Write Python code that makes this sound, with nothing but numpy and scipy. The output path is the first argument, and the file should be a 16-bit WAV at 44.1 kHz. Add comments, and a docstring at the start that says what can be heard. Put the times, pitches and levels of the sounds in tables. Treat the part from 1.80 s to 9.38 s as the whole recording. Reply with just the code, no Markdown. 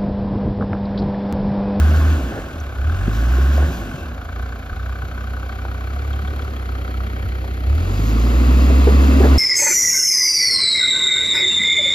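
"""A five-cylinder diesel four-wheel-drive is stuck in deep snow. It is revved twice: the exhaust booms at
the firing rate, the block knocks, fan and intake hiss, and spinning tyres throw snow at the underbody.
It runs down with a brief whine, sags twice and idles, with one faint touch of the accelerator, while the
two-port microphone moves from the grille to the wing. Last it pulls long and hard, tyres spinning
again and clods thumping, as the microphone moves on towards the front wheel arch."""
import sys
import numpy as np
from scipy import signal
from scipy.fft import rfft, irfft, next_fast_len
from scipy.io import wavfile
from scipy.ndimage import uniform_filter1d, map_coordinates

SR = 44100
rng = np.random.default_rng(int(sys.argv[2]) if len(sys.argv) > 2 else 0)


def transcribe(u):
    """Save the signal u as a 16-bit wav file named by the first command-line argument.

    u: samples, shape (n,) or (channels, n), limited to [-1, 1]; the rate is SR.
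    q: integer samples, one column per channel.
    """
    v = np.clip(np.atleast_2d(u).T, -1, 1)
    q = np.round(v * 32767).astype(np.int16)
    wavfile.write(sys.argv[1], SR, q)


N = 334278
TIME = np.arange(N) / SR

# accelerator presses: down t/s, up t/s, goal firing rate f/Hz, rise time constant t/s
PRESSES = [(-.087, .358, 77.435, .042), (.991, 1.867, 91.254, .733), (4.071, 4.706, 34.949, .049),
           (5.864, 7.7, 70.641, .488)]
# idle sags: t/s, depth f/Hz
SAGS = [(2.426, 6.319), (2.849, 3.051)]
IDLE_HZ, COAST_S, FRICTION_HZ, SAG_S = 31.654, .287, 4.99, .135


def firing_rate():
    """Firings per second: each press pulls the speed towards its goal, friction brings it back to idle."""
    above_idle = np.zeros(N)
    for down, up, goal_hz, rise_s in PRESSES:
        gained = (goal_hz - IDLE_HZ) * (1 - np.exp(-np.clip(TIME - down, 0, up - down) / rise_s))
        above_idle = np.maximum(above_idle, (gained + FRICTION_HZ) * release(up, COAST_S) - FRICTION_HZ)
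    return IDLE_HZ + above_idle - sum(depth * bump(s, SAG_S) for s, depth in SAGS)


# per press: share of full load
PRESS_LOADS = [1, 0.77, 0.01, 0.72]
LOAD_LEAD_S, LOAD_ATTACK_S, LOAD_RELEASE_S = 0.05, 0.045, 0.34
GOVERNOR_LAG_S, GOVERNOR_LOAD_PER_HZ = .19, 0.032
OVERRUN_HZ_PER_S = 55


def engine_state(rate):
    """Level-law inputs. Fuel comes on fast, ebbs slowly, puffs after a sag and is cut by fast slowing."""
    load = sum(share * progress(down - LOAD_LEAD_S, down + LOAD_ATTACK_S) * release(up, LOAD_RELEASE_S)
               for (down, up, *_), share in zip(PRESSES, PRESS_LOADS))
    load += sum(GOVERNOR_LOAD_PER_HZ * depth * bump(s + GOVERNOR_LAG_S, SAG_S / 2) for s, depth in SAGS)
    slowing = -np.gradient(rate) * SR / OVERRUN_HZ_PER_S
    overrun = uniform_filter1d(np.clip(slowing, 0, 1), size=3000)
    octaves = np.log2(rate / IDLE_HZ)
    return np.array([np.ones(N), octaves, load, overrun, progress(*TO_WING_S), progress(*TO_ARCH_S)])


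def law_gain(law, state):
    """Gain from a law's dB terms: at idle, per octave of speed, full load, overrun, wing, arch."""
    return amp(np.dot(law, state))


# silencer response: f/Hz, level/dB
SILENCER = [(25, -46), (33, -37), (41, -31.5), (48, -22.5), (57, -17), (65, -13), (74, -13.5), (83, -19),
            (95, -23.5), (105, -24), (114, -29.5), (135, -33), (157, -36.5), (190, -72), (260, -50.5),
            (330, -64.5)]
# cylinder strength in firing order: level/dB
CYLINDER_DB = [-0.6, -1.4, -0.8, -0.1, -2.2]
# level laws, terms as in law_gain: level/dB
BOOM_LAW_DB = (-12, 2, 12.5, -8, 4, -1)
RUMBLE_LAW_DB = (-37, -0.5, 8, 1.5, -0.5, 8)


def exhaust(rate, turn, idle, state, lope=1.18, waver_db=1.35, upper_db=-6, fourth_db=-5):
    """Firing orders swell through the silencer's resonance; unequal cylinders make the idle lope."""
    orders = np.arange(1, 9)[:, None]
    load = state[2]
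    order_db = along(SILENCER, orders * rate)
    order_db += upper_db * load * (orders > 2)  # load feeds mainly the two lowest orders
    order_db += fourth_db * idle * (orders == 4)
    boom = np.sqrt(2) * np.sum(amp(order_db) * np.cos(2 * np.pi * orders * (turn - .48)), axis=0)
    cylinder_db = np.interp(turn, np.arange(len(CYLINDER_DB)), CYLINDER_DB, period=len(CYLINDER_DB))
    uneven = amp(idle * lope * cylinder_db + (idle - 0.4) * waver_db * wobble(11))
    rumble_spectrum = [(15, -34), (35, 0), (52, 13.5), (76, 16), (120, 3), (170, -16), (300, -81)]
    rumble = coloured(rng.standard_normal(N), rumble_spectrum)
    return law_gain(BOOM_LAW_DB, state) * boom * uneven + law_gain(RUMBLE_LAW_DB, state) * rumble


# growl spectra: f/Hz, level/dB
GROWL_GRILLE_IDLE = [(100, -38), (160, 4), (185, -8.5), (220, 0), (275, 3), (350, -6), (390, -5), (520, -3),
                     (760, -4), (900, -13), (1250, -63.5)]
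GROWL_GRILLE_REVVED = [(88, -11.5), (150, -3.5), (188, -5.5), (242, -1), (376, -6.5), (439, -16),
                       (562, -8.5), (740, -11.5), (950, -20.5), (1240, -31), (2090, -120)]
GROWL_SIDE_IDLE = [(100, -22), (160, -2), (220, -0.5), (380, -2.5), (480, -5), (740, -10.5), (900, -27.5),
                   (1250, -73)]
GROWL_SIDE_REVVED = [(100, -18), (160, 0), (192, -7), (222, 1), (290, 0.5), (370, -6), (415, -6),
                     (653, -11), (717, -12.5), (782, -16), (950, -34), (1240, -45), (2090, -120)]
# level law: level/dB
GROWL_LAW_DB = (-40.5, 6, 3, 2.5, 3, 9.5)


def body_growl(rate, turn, idle, state):
    """Each firing shakes the body; the floor pan's drone joins in above idle."""
    shakes = firings(turn, CYLINDER_DB, delay=.13, spread_s=.0015, decay_s=.017,
                     scatter_db=-.5, jitter_s=.0004)
    growl = chuff(shakes, share=0.22) + amp(-14 - 3.1 * idle) * cycle_rasp(turn)
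    growl = voiced(growl, rate, GROWL_GRILLE_IDLE, GROWL_GRILLE_REVVED, GROWL_SIDE_IDLE, GROWL_SIDE_REVVED)
    drone = grille_to_side(amp(-14), amp(-2)) * (1 - idle) * floor_drone(rate, turn)
    return law_gain(GROWL_LAW_DB, state) * (growl + drone)


def cycle_rasp(turn, points=400):
    """Unequal cylinders repeat one ragged pressure pattern every five firings."""
    pattern = irfft(np.exp(2j * np.pi * rng.random(points // 2 + 1)), points)
    return unit(map_coordinates(pattern, [turn / len(CYLINDER_DB) % 1 * points], mode="grid-wrap"))


# uneven orders: multiple of the firing rate, level/dB
DRONE_ORDERS = [(3.2, -6), (3.8, 3.5), (4, -1), (4.4, -7), (4.6, -8), (5, -4), (5.6, -8)]
# floor pan modes: f/Hz, half width f/Hz, level/dB
FLOOR_MODES = [(218, 10, -1), (250, 18, -1), (300, 16, -5), (385, 12, -10)]


def floor_drone(rate, turn):
    """Uneven firing orders sing out in turn as they climb through the floor pan's resonances."""
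    hz = np.arange(600)
    power = sum(amp(db) ** 2 / (1 + ((hz - centre) / width) ** 4) for centre, width, db in FLOOR_MODES)
    wavering = lambda k: amp(3 * wobble(6)) * np.sin(2 * np.pi * k * turn + .35 * wobble(8))
    return sum(np.interp(k * rate, hz, np.sqrt(2 * power)) * amp(db) * wavering(k)
               for k, db in DRONE_ORDERS)


# knock spectra: f/Hz, level/dB
KNOCK_GRILLE_IDLE = [(500, -52), (850, -30), (981, -7), (1080, -6.5), (1540, -4), (1720, -12.5),
                     (2000, -27.5), (2600, -59), (4400, -120)]
KNOCK_GRILLE_REVVED = [(500, -28), (850, -17), (927, -12.5), (1090, 7.5), (1190, 0), (1370, 2), (1500, 8),
                       (2100, -12.5), (2730, -49), (4620, -120)]
KNOCK_SIDE_IDLE = [(600, -45), (900, -5), (1100, -5), (1300, -0.5), (1550, -5), (1900, -16), (2500, -68)]
KNOCK_SIDE_REVVED = [(500, -31), (850, -1), (1110, 5), (1340, 0), (1590, -5), (2100, -4), (2730, -38),
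                     (4620, -120)]
# knock per cylinder in firing order: level/dB
CYLINDER_KNOCK_DB = [2.5, 8, 5.5, 5, 6]
# level law: level/dB
KNOCK_LAW_DB = (-40, 3, 1.5, -3.5, -2.5, 6.5)
SCREEN_AT_S, SCREEN_S, SCREEN_DB = 5.72, 0.33, -3.5


def block_knock(rate, turn, idle, state):
    """Firings ring the block: separate clacks at idle, a blur when revved or with the fuel cut."""
    overrun = state[3]
    crisp = idle * (1 - overrun)
    bangs = firings(turn, CYLINDER_KNOCK_DB, delay=.08, spread_s=.0013, decay_s=.011,
                    scatter_db=.8, jitter_s=.0004)
    knock = chuff(bangs, share=0.33 + 0.27 * crisp)
    knock = voiced(knock, rate, KNOCK_GRILLE_IDLE, KNOCK_GRILLE_REVVED, KNOCK_SIDE_IDLE, KNOCK_SIDE_REVVED)
    knock = amp(-3.3 * crisp) * knock + amp(-6 + 5.3 * crisp) * casting_clatter(turn)
    screen = amp(SCREEN_DB * bump(SCREEN_AT_S, SCREEN_S))  # the wing briefly screens the block
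    return law_gain(KNOCK_LAW_DB, state) * screen * knock


# casting modes: f/Hz, grille level/dB, wing level/dB, t60/s
CASTING_MODES = [(756.4, -11.5, -10.5, 0.099), (1155, -2, -5.5, 0.027), (1281, -0.5, -2.5, 0.027),
                 (1359, -5, 0.5, 0.025), (1504, -2.5, -11, 0.06), (1694, -6, -36, 0.028),
                            (2258, -17.5, -12, 0.035), (3213, -21, -13.5, 0.031),
                 (4350, -23.5, -16.5, 0.03)]


def casting_clatter(turn, attack_s=0.003):
    """Every firing rings the modes of the castings, each time at a slightly different pitch."""
    t, clatter = TIME[:SR // 12], 0
    for hz, grille_db, wing_db, t60 in CASTING_MODES:
        ring = amp(-60 * t / t60) * np.exp(2j * np.pi * hz * t) * (1 - np.exp(-t / attack_s))
        blows = pulses(turn, CYLINDER_KNOCK_DB, delay=.055, scatter_db=1.6, jitter_s=.0004)
        blows *= amp(grille_to_side(grille_db, wing_db))
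        detune = np.exp(3j * wobble(30))
        clatter += (signal.oaconvolve(blows, ring)[:N] * detune).imag
    return steady(clatter)


# hiss spectra: f/Hz, level/dB
HISS_GRILLE_IDLE = [(1120, -19), (1900, -3), (2260, 1), (2800, -4.5), (3220, -5.5), (4300, -6), (5590, -14),
                    (7280, -16.5), (8160, -45), (8520, -90), (9390, -29), (10100, -23), (12200, -11.5),
                    (15500, -35)]
HISS_GRILLE_REVVED = [(1120, -22), (1900, -22), (2060, 1), (2650, 2.5), (6960, -10.5), (8160, -16.5),
                      (8520, -78), (9060, -84), (9470, -30.5), (10200, -14), (12700, -12.5), (15500, -22)]
HISS_SIDE_IDLE = [(1120, -18), (1900, 1.5), (2260, -0.5), (2800, -5), (3220, -4), (3650, -9.5), (4350, -4),
                  (4800, -11.5), (5590, -16.5), (7280, -21), (8160, -56), (8520, -84), (9390, -26),
                  (10100, -21), (12200, -11), (15500, -37)]
HISS_SIDE_REVVED = [(1120, -27), (1900, -8), (2650, -0.5), (2920, -6), (4950, -6.5), (5640, -16.5),
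                    (7090, -13), (8300, -31.5), (8670, -84), (8980, -39), (10700, -16), (12500, -17.5),
                    (15500, -26)]
# level law: level/dB
HISS_LAW_DB = (-49.5, 4.5, 1.53, -1, 3, 7)


def intake_hiss(rate, turn, idle, state):
    """Fan and intake rush in puffs; above them the injectors tick just before each firing."""
    puffs = firings(turn, CYLINDER_DB, delay=.07, spread_s=.0046, decay_s=.005,
                    scatter_db=1, jitter_s=.0008)
    rush = chuff(puffs, share=0.26 + 0.17 * idle)
    ticks = firings(turn, CYLINDER_DB, delay=-.02, spread_s=.0051, decay_s=.002,
                    scatter_db=2.7, jitter_s=.0007)
    injectors = chuff(ticks, share=0.21 + 0.23 * idle)
    hiss = crossover(rush, injectors, hz=8800)
    hiss = voiced(hiss, rate, HISS_GRILLE_IDLE, HISS_GRILLE_REVVED, HISS_SIDE_IDLE, HISS_SIDE_REVVED)
    return law_gain(HISS_LAW_DB, state) * hiss


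# wheelspins: start t/s, end t/s, spray level/dB, clod level/dB
WHEELSPINS = [(-.2, .33, -48.5, -31.5), (1.283, 1.947, -48.5, -35.5), (6.071, 7.7, -48.5, -31)]
# thrown snow spectra: f/Hz, level/dB
SPRAY_SPECTRUM = [(1000, -26), (2500, -3), (4800, 1), (7200, -3), (8300, -40), (9000, -67.5), (10300, -17),
                  (12800, 0), (15500, -22)]
CLOD_SPECTRUM = [(70, -26), (150, 7.5), (300, 7.5), (600, -14.5), (1200, -23.5), (2500, -72.5)]


def tyres():
    """Spinning tyres fling a gritty spray and pelt the wheel arch with small clods."""
    spray_gain, clod_gain = 0, 0
    for start, end, spray_db, clod_db in WHEELSPINS:
        spin = gate(start, end, attack_s=.048, release_s=.16)
        spray_gain += amp(spray_db) * spin
        clod_gain += amp(clod_db) * spin
    spray = coloured(grains(per_s=3000, spread_db=3), SPRAY_SPECTRUM) * amp(3 * wobble(17))
    clods = coloured(grains(per_s=260, spread_db=0.8), CLOD_SPECTRUM)
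    return spray_gain * spray + clod_gain * clods


# clod and suspension contacts: t/s, peak level/dB, f/Hz, t60/s
CONTACTS = [(.508, -22, 286, 0.04), (.577, -29.5, 480, 0.021), (1.279, -10.5, 195, 0.015),
            (1.583, -22, 372, 0.048), (1.779, -17, 620, 0.011), (1.881, -18, 170.5, 0.11),
            (2.138, -21.5, 126, 0.087), (2.915, -17, 60.6, 0.086), (3.23, -27.5, 115, .08),
            (3.852, -19, 700, 0.0036), (4.437, -22, 172, .04), (4.529, -28, 420, 0.046),
            (5.089, -27, 306, .06), (5.445, -14.5, 82.4, 0.15), (5.642, -25, 760, .015),
            (6.899, -18.5, 407, 0.056), (7.071, -8, 450, .05), (7.080, -8.5, 365, .02),
            (7.403, -7, 373, 0.066), (7.444, -8, 378, 0.026)]
# underbody modes: f/Hz, t60/s
UNDERBODY_MODES = [(62, 0.23), (119, 0.092), (218, 0.12), (365, 0.15), (478, 0.11), (640, 0.056),
                   (990, 0.059), (1306, 0.11)]
UNDERBODY_DB, FALLOFF_DB_PER_OCTAVE, FULL_CONTACT_S = -8.5, 11.5, 0.013


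def underbody_thumps():
    """Each pitched contact rings the nearest underbody modes; very short ones move them less."""
    thumps = sum(blow(*contact, breadth=.6, rough=.3, attack_s=.0003) for contact in CONTACTS)
    for s, db, contact_hz, contact_s in CONTACTS:
        push = min(contact_s / FULL_CONTACT_S, 1)
        for hz, t60 in UNDERBODY_MODES:
            mode_db = db + UNDERBODY_DB - FALLOFF_DB_PER_OCTAVE * abs(np.log2(hz / contact_hz))
            thumps += push * blow(s, mode_db, hz, t60, breadth=.44, rough=2, attack_s=.0024)
    return thumps


# showers of grit: start t/s, end t/s, level/dB
GRIT_SHOWERS = [(0, .33, -38.5), (0.417, 0.453, -39), (0.511, 0.592, -32.5), (1.766, 1.846, -32),
                (7.414, 7.472, -22.5)]
# rattle spectrum: f/Hz, level/dB
GRIT_SPECTRUM = [(130, -22), (300, 7.5), (760, 2), (1000, -8.5), (1700, -6.5), (3000, -34), (7000, -68.5)]


def chassis_rattle():
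    """Grit and frozen lumps hit the chassis in short showers."""
    gain = sum(amp(db) * gate(start, end, attack_s=.0087, release_s=.018)
               for start, end, db in GRIT_SHOWERS)
    return gain * coloured(grains(per_s=400, spread_db=1.5), GRIT_SPECTRUM)


# ticks: t/s, peak level/dB, f/Hz, t60/s
LIGHT_TICKS = [(0.799, -39, 5900, 0.02), (4.329, -34, 3350, .04), (4.472, -35.5, 3320, .04),
               (4.617, -36.5, 3300, .04), (4.762, -35.5, 3250, .045)]


def light_ticks():
    """A few small, high ticks ring briefly."""
    return sum(blow(*tick, breadth=.14, rough=2, attack_s=.003) for tick in LIGHT_TICKS)


# panel modes: f/Hz, half width f/Hz, level/dB
PANEL_MODES = [(384.6, 6.7, -48), (450, 11, -63)]


def panel_hum(rate, turn, waver_db=0.5):
    """Upper firing orders hum wherever they meet a panel's resonance."""
    hum = 0
    for k in range(8, 14):
        response = sum(amp(db) / (1 + ((k * rate - hz) / width) ** 2) for hz, width, db in PANEL_MODES)
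        waver = amp(waver_db * wobble(5.28))
        hum += response * waver * np.sqrt(2) * np.sin(2 * np.pi * (k * turn + rng.random()))
    return hum


def gear_rattle(rate, turn, rattle_db=-51, ring_hz=3250):
    """When the engine sags below idle, slack gears chatter with every firing."""
    slack = np.clip((IDLE_HZ - rate) / 6, 0, 1) ** 2
    bursts = firings(turn, CYLINDER_DB, delay=.12, spread_s=.0018, decay_s=.006,
                     scatter_db=1.5, jitter_s=.0008)
    return amp(rattle_db) * slack * ringing(bursts * rng.standard_normal(N), ring_hz, breadth=0.25)


# whines: start t/s, end t/s, level/dB, bandwidth over pitch
METAL_WHINES = [(2.14, 2.25, -54, .03), (6.66, 7.45, -49, .065)]


def metal_whine(hz=2670):
    """A metal resonance squeals briefly as the engine runs down and sings hoarsely under load."""
    return sum(amp(db) * gate(start, end, attack_s=.05, release_s=.04)
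               * ringing(rng.standard_normal(N), hz, breadth) for start, end, db, breadth in METAL_WHINES)


def pump(hz=216.6, db=-48, waver_db=2.5):
    """A small electric motor, probably the fuel pump, hums on whatever the engine's speed."""
    gain = amp(db + waver_db * wobble(4.17))
    return gain * np.sqrt(2) * np.sin(2 * np.pi * hz * TIME + .25 * wobble(4.5))


# port difference over port sum: f/Hz, level/dB
WIDTH_GRILLE = [(60, -36), (100, -8.5), (180, -18), (310, -17.5), (550, -8.5), (950, -6.5), (1650, -2),
                (2860, 1.5), (4970, -7.5), (8640, 16), (15000, -18.5)]
WIDTH_SIDE = [(60, -20), (100, -15.5), (180, -12.5), (310, -11.5), (550, -4), (950, 0), (1650, 4),
              (2860, 0), (4970, -7), (8640, 16), (15000, -20)]
# direct sound in that difference: f/Hz, power share
DIRECT_SHARE = [(200, 0.54), (1200, 0.33), (2500, 1), (5000, .3), (12000, .4)]
# left minus right: f/Hz, level/dB
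BALANCE = [(60, -1), (130, 1), (290, -1), (640, 0), (1410, -3.5), (3100, 5), (6820, 0), (15000, -0.5)]
TO_WING_S, TO_ARCH_S = (3.03, 5.34), (6.16, 8.47)  # microphone moves: start, end


def microphone(direct, diffuse):
    """Direct sound reaches the left port first, so the ports' difference leads by a quarter cycle."""
    share = lambda hz: np.clip(along(DIRECT_SHARE, hz), 0, 1)
    difference = filtered(direct, lambda hz: 1j * np.sqrt(share(hz)))
    difference += filtered(diffuse, lambda hz: np.sqrt(1 - share(hz)))
    difference = grille_to_side(equalised(difference, WIDTH_GRILLE), equalised(difference, WIDTH_SIDE))
    ports = np.array([direct + difference, direct - difference])
    return filtered(ports, lambda hz: amp(np.outer([.5, -.5], along(BALANCE, hz))))


def grille_to_side(grille, side):
    """Cross-fade as the microphone moves from the grille to the wing."""
    moved = progress(*TO_WING_S)
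    return grille * (1 - moved) + side * moved


def voiced(x, rate, grille_idle, grille_revved, side_idle, side_revved, from_hz=28.8, span_hz=19.5):
    """Colour x by engine speed and microphone position."""
    revved = np.clip((rate - from_hz) / span_hz, 0, 1)
    blend = lambda slow, fast: (1 - revved) * coloured(x, slow) + revved * coloured(x, fast)
    return grille_to_side(blend(grille_idle, grille_revved), blend(side_idle, side_revved))


def pulses(turn, cylinder_db, delay, scatter_db, jitter_s):
    """One impulse per firing, sized by its cylinder; delay is in firing intervals."""
    index = np.arange(int(turn[-1]))
    chance = rng.standard_normal((len(index), 2))
    at_s = np.interp(index + delay, turn, TIME) + jitter_s * chance[:, 0]
    size = amp(np.take(cylinder_db, index, mode="wrap") + scatter_db * chance[:, 1])
    return np.bincount(np.clip(at_s * SR, 0, N - 1).astype(int), size, N)


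def firings(turn, cylinder_db, delay, spread_s, decay_s, scatter_db, jitter_s):
    """One rounded, decaying burst per firing."""
    shape = lambda hz: np.exp(-2 * (np.pi * hz * spread_s) ** 2) / (1 + 2j * np.pi * hz * decay_s)
    return steady(filtered(pulses(turn, cylinder_db, delay, scatter_db, jitter_s), shape))


def chuff(bursts, share):
    """Two independent noises with a share of their power in the bursts."""
    share = np.clip(share, 0, 1)
    return rng.standard_normal((2, N)) * np.sqrt(1 - share + share * bursts ** 2)


def blow(s, db, hz, t60, breadth, rough, attack_s):
    """A damped burst at time s: a sine plus a noise band around the same pitch."""
    t = TIME[:SR // 3]
    ring = np.sin(2 * np.pi * hz * t) + rough * ringing(rng.standard_normal(len(t)), hz, breadth)
    onset = 1 - np.exp(-(t / (attack_s + .5 / hz)) ** 2)
    burst = ring * onset * amp(-60 * t / t60)
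    return np.pad(amp(db) * burst / np.abs(burst).max(), (round(s * SR), N))[:N]


def grains(per_s, spread_db):
    """Impacts at random moments, most small and a few large."""
    when, chance, sign = rng.random((int(per_s * N / SR), 3)).T
    size = amp(-spread_db * np.log(np.maximum(chance, .004)))
    return np.bincount((when * N).astype(int), size * np.sign(sign - .5), N)


def ringing(x, hz, breadth):
    """x through a steep-skirted resonance, at rms 1; breadth is bandwidth over pitch."""
    peak = signal.iirpeak(min(hz, SR / 3), 1 / min(breadth, 1.2), SR)
    return unit(signal.lfilter(*peak, signal.lfilter(*peak, x)))


def crossover(low, high, hz):
    """One sound below hz, another above."""
    part = lambda x, kind: signal.sosfilt(signal.butter(4, hz, kind, fs=SR, output="sos"), x)
    return part(low, "lowpass") + part(high, "highpass")


def filtered(x, response):
    """x through a frequency response."""
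    size = next_fast_len(N + SR // 8, True)
    gain = np.asarray(response(np.fft.rfftfreq(size, 1 / SR)), np.complex64)
    return irfft(rfft(np.float32(x), size) * gain, size)[..., :N]


def equalised(x, spectrum):
    """x through a curve of (f/Hz, level/dB) points."""
    return filtered(x, lambda hz: amp(along(spectrum, hz)))


def coloured(x, spectrum):
    """x equalised, at rms 1."""
    return unit(equalised(x, spectrum))


def along(points, hz):
    """Interpolate (f/Hz, value) points on a log axis."""
    freqs, values = np.transpose(points)
    return np.interp(np.log(hz + 1), np.log(freqs + 1), values)


def wobble(knots_per_s):
    """A smooth random curve."""
    coarse = TIME[::64]
    knots = rng.standard_normal(int(N * knots_per_s / SR) + 4)
    return np.interp(TIME, coarse, map_coordinates(knots, [coarse * knots_per_s]))


def progress(start, end):
    """Linear ramp from 0 at start to 1 at end."""
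    return np.clip((TIME - start) / (end - start), 0, 1)


def release(end, release_s):
    """1 until end, then exponential decay."""
    return np.exp(-np.maximum(TIME - end, 0) / release_s)


def gate(start, end, attack_s, release_s):
    """Ramp up, hold, decay."""
    return progress(start, start + attack_s) * release(end, release_s)


def bump(s, width_s):
    """A smooth swell to 1 around time s."""
    return np.exp(-((TIME - s) / width_s) ** 2)


def steady(x):
    """Hold the running rms at 1."""
    power = uniform_filter1d(uniform_filter1d(x ** 2, size=7000), size=4000)
    return x / np.sqrt(abs(power) + 1e-14)


def unit(x):
    """Scale to rms 1."""
    return x / np.sqrt(np.mean(x ** 2) + 1e-20)


def amp(db):
    """Decibels to gain."""
    return 10 ** (np.asarray(db) / 20)


def scene():
    """One crankshaft times the engine layers; whine, pump, snow and impacts join at the microphone."""
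    rate = firing_rate()
    turn = np.cumsum(rate) / SR  # firings so far
    idle = np.clip((60 - rate) / 25, 0, 1)  # 1 at idle, 0 when revved
    state = engine_state(rate)
    running = rate, turn, idle, state
    direct, diffuse = body_growl(*running) + block_knock(*running) + intake_hiss(*running)
    direct += exhaust(*running) + idle * panel_hum(rate, turn) + gear_rattle(rate, turn)
    direct += metal_whine() + pump()
    direct += tyres() + underbody_thumps() + light_ticks() + chassis_rattle()
    return microphone(direct, diffuse)


def record(dry):
    """Round off the highest peaks and limit the bandwidth."""
    ceiling, top_hz = .98, 15700
    rounded = dry / (1 + (dry / ceiling) ** 8) ** (1 / 8)
    return filtered(rounded, lambda hz: hz < top_hz)


dry = scene()
out = record(dry)
transcribe(out)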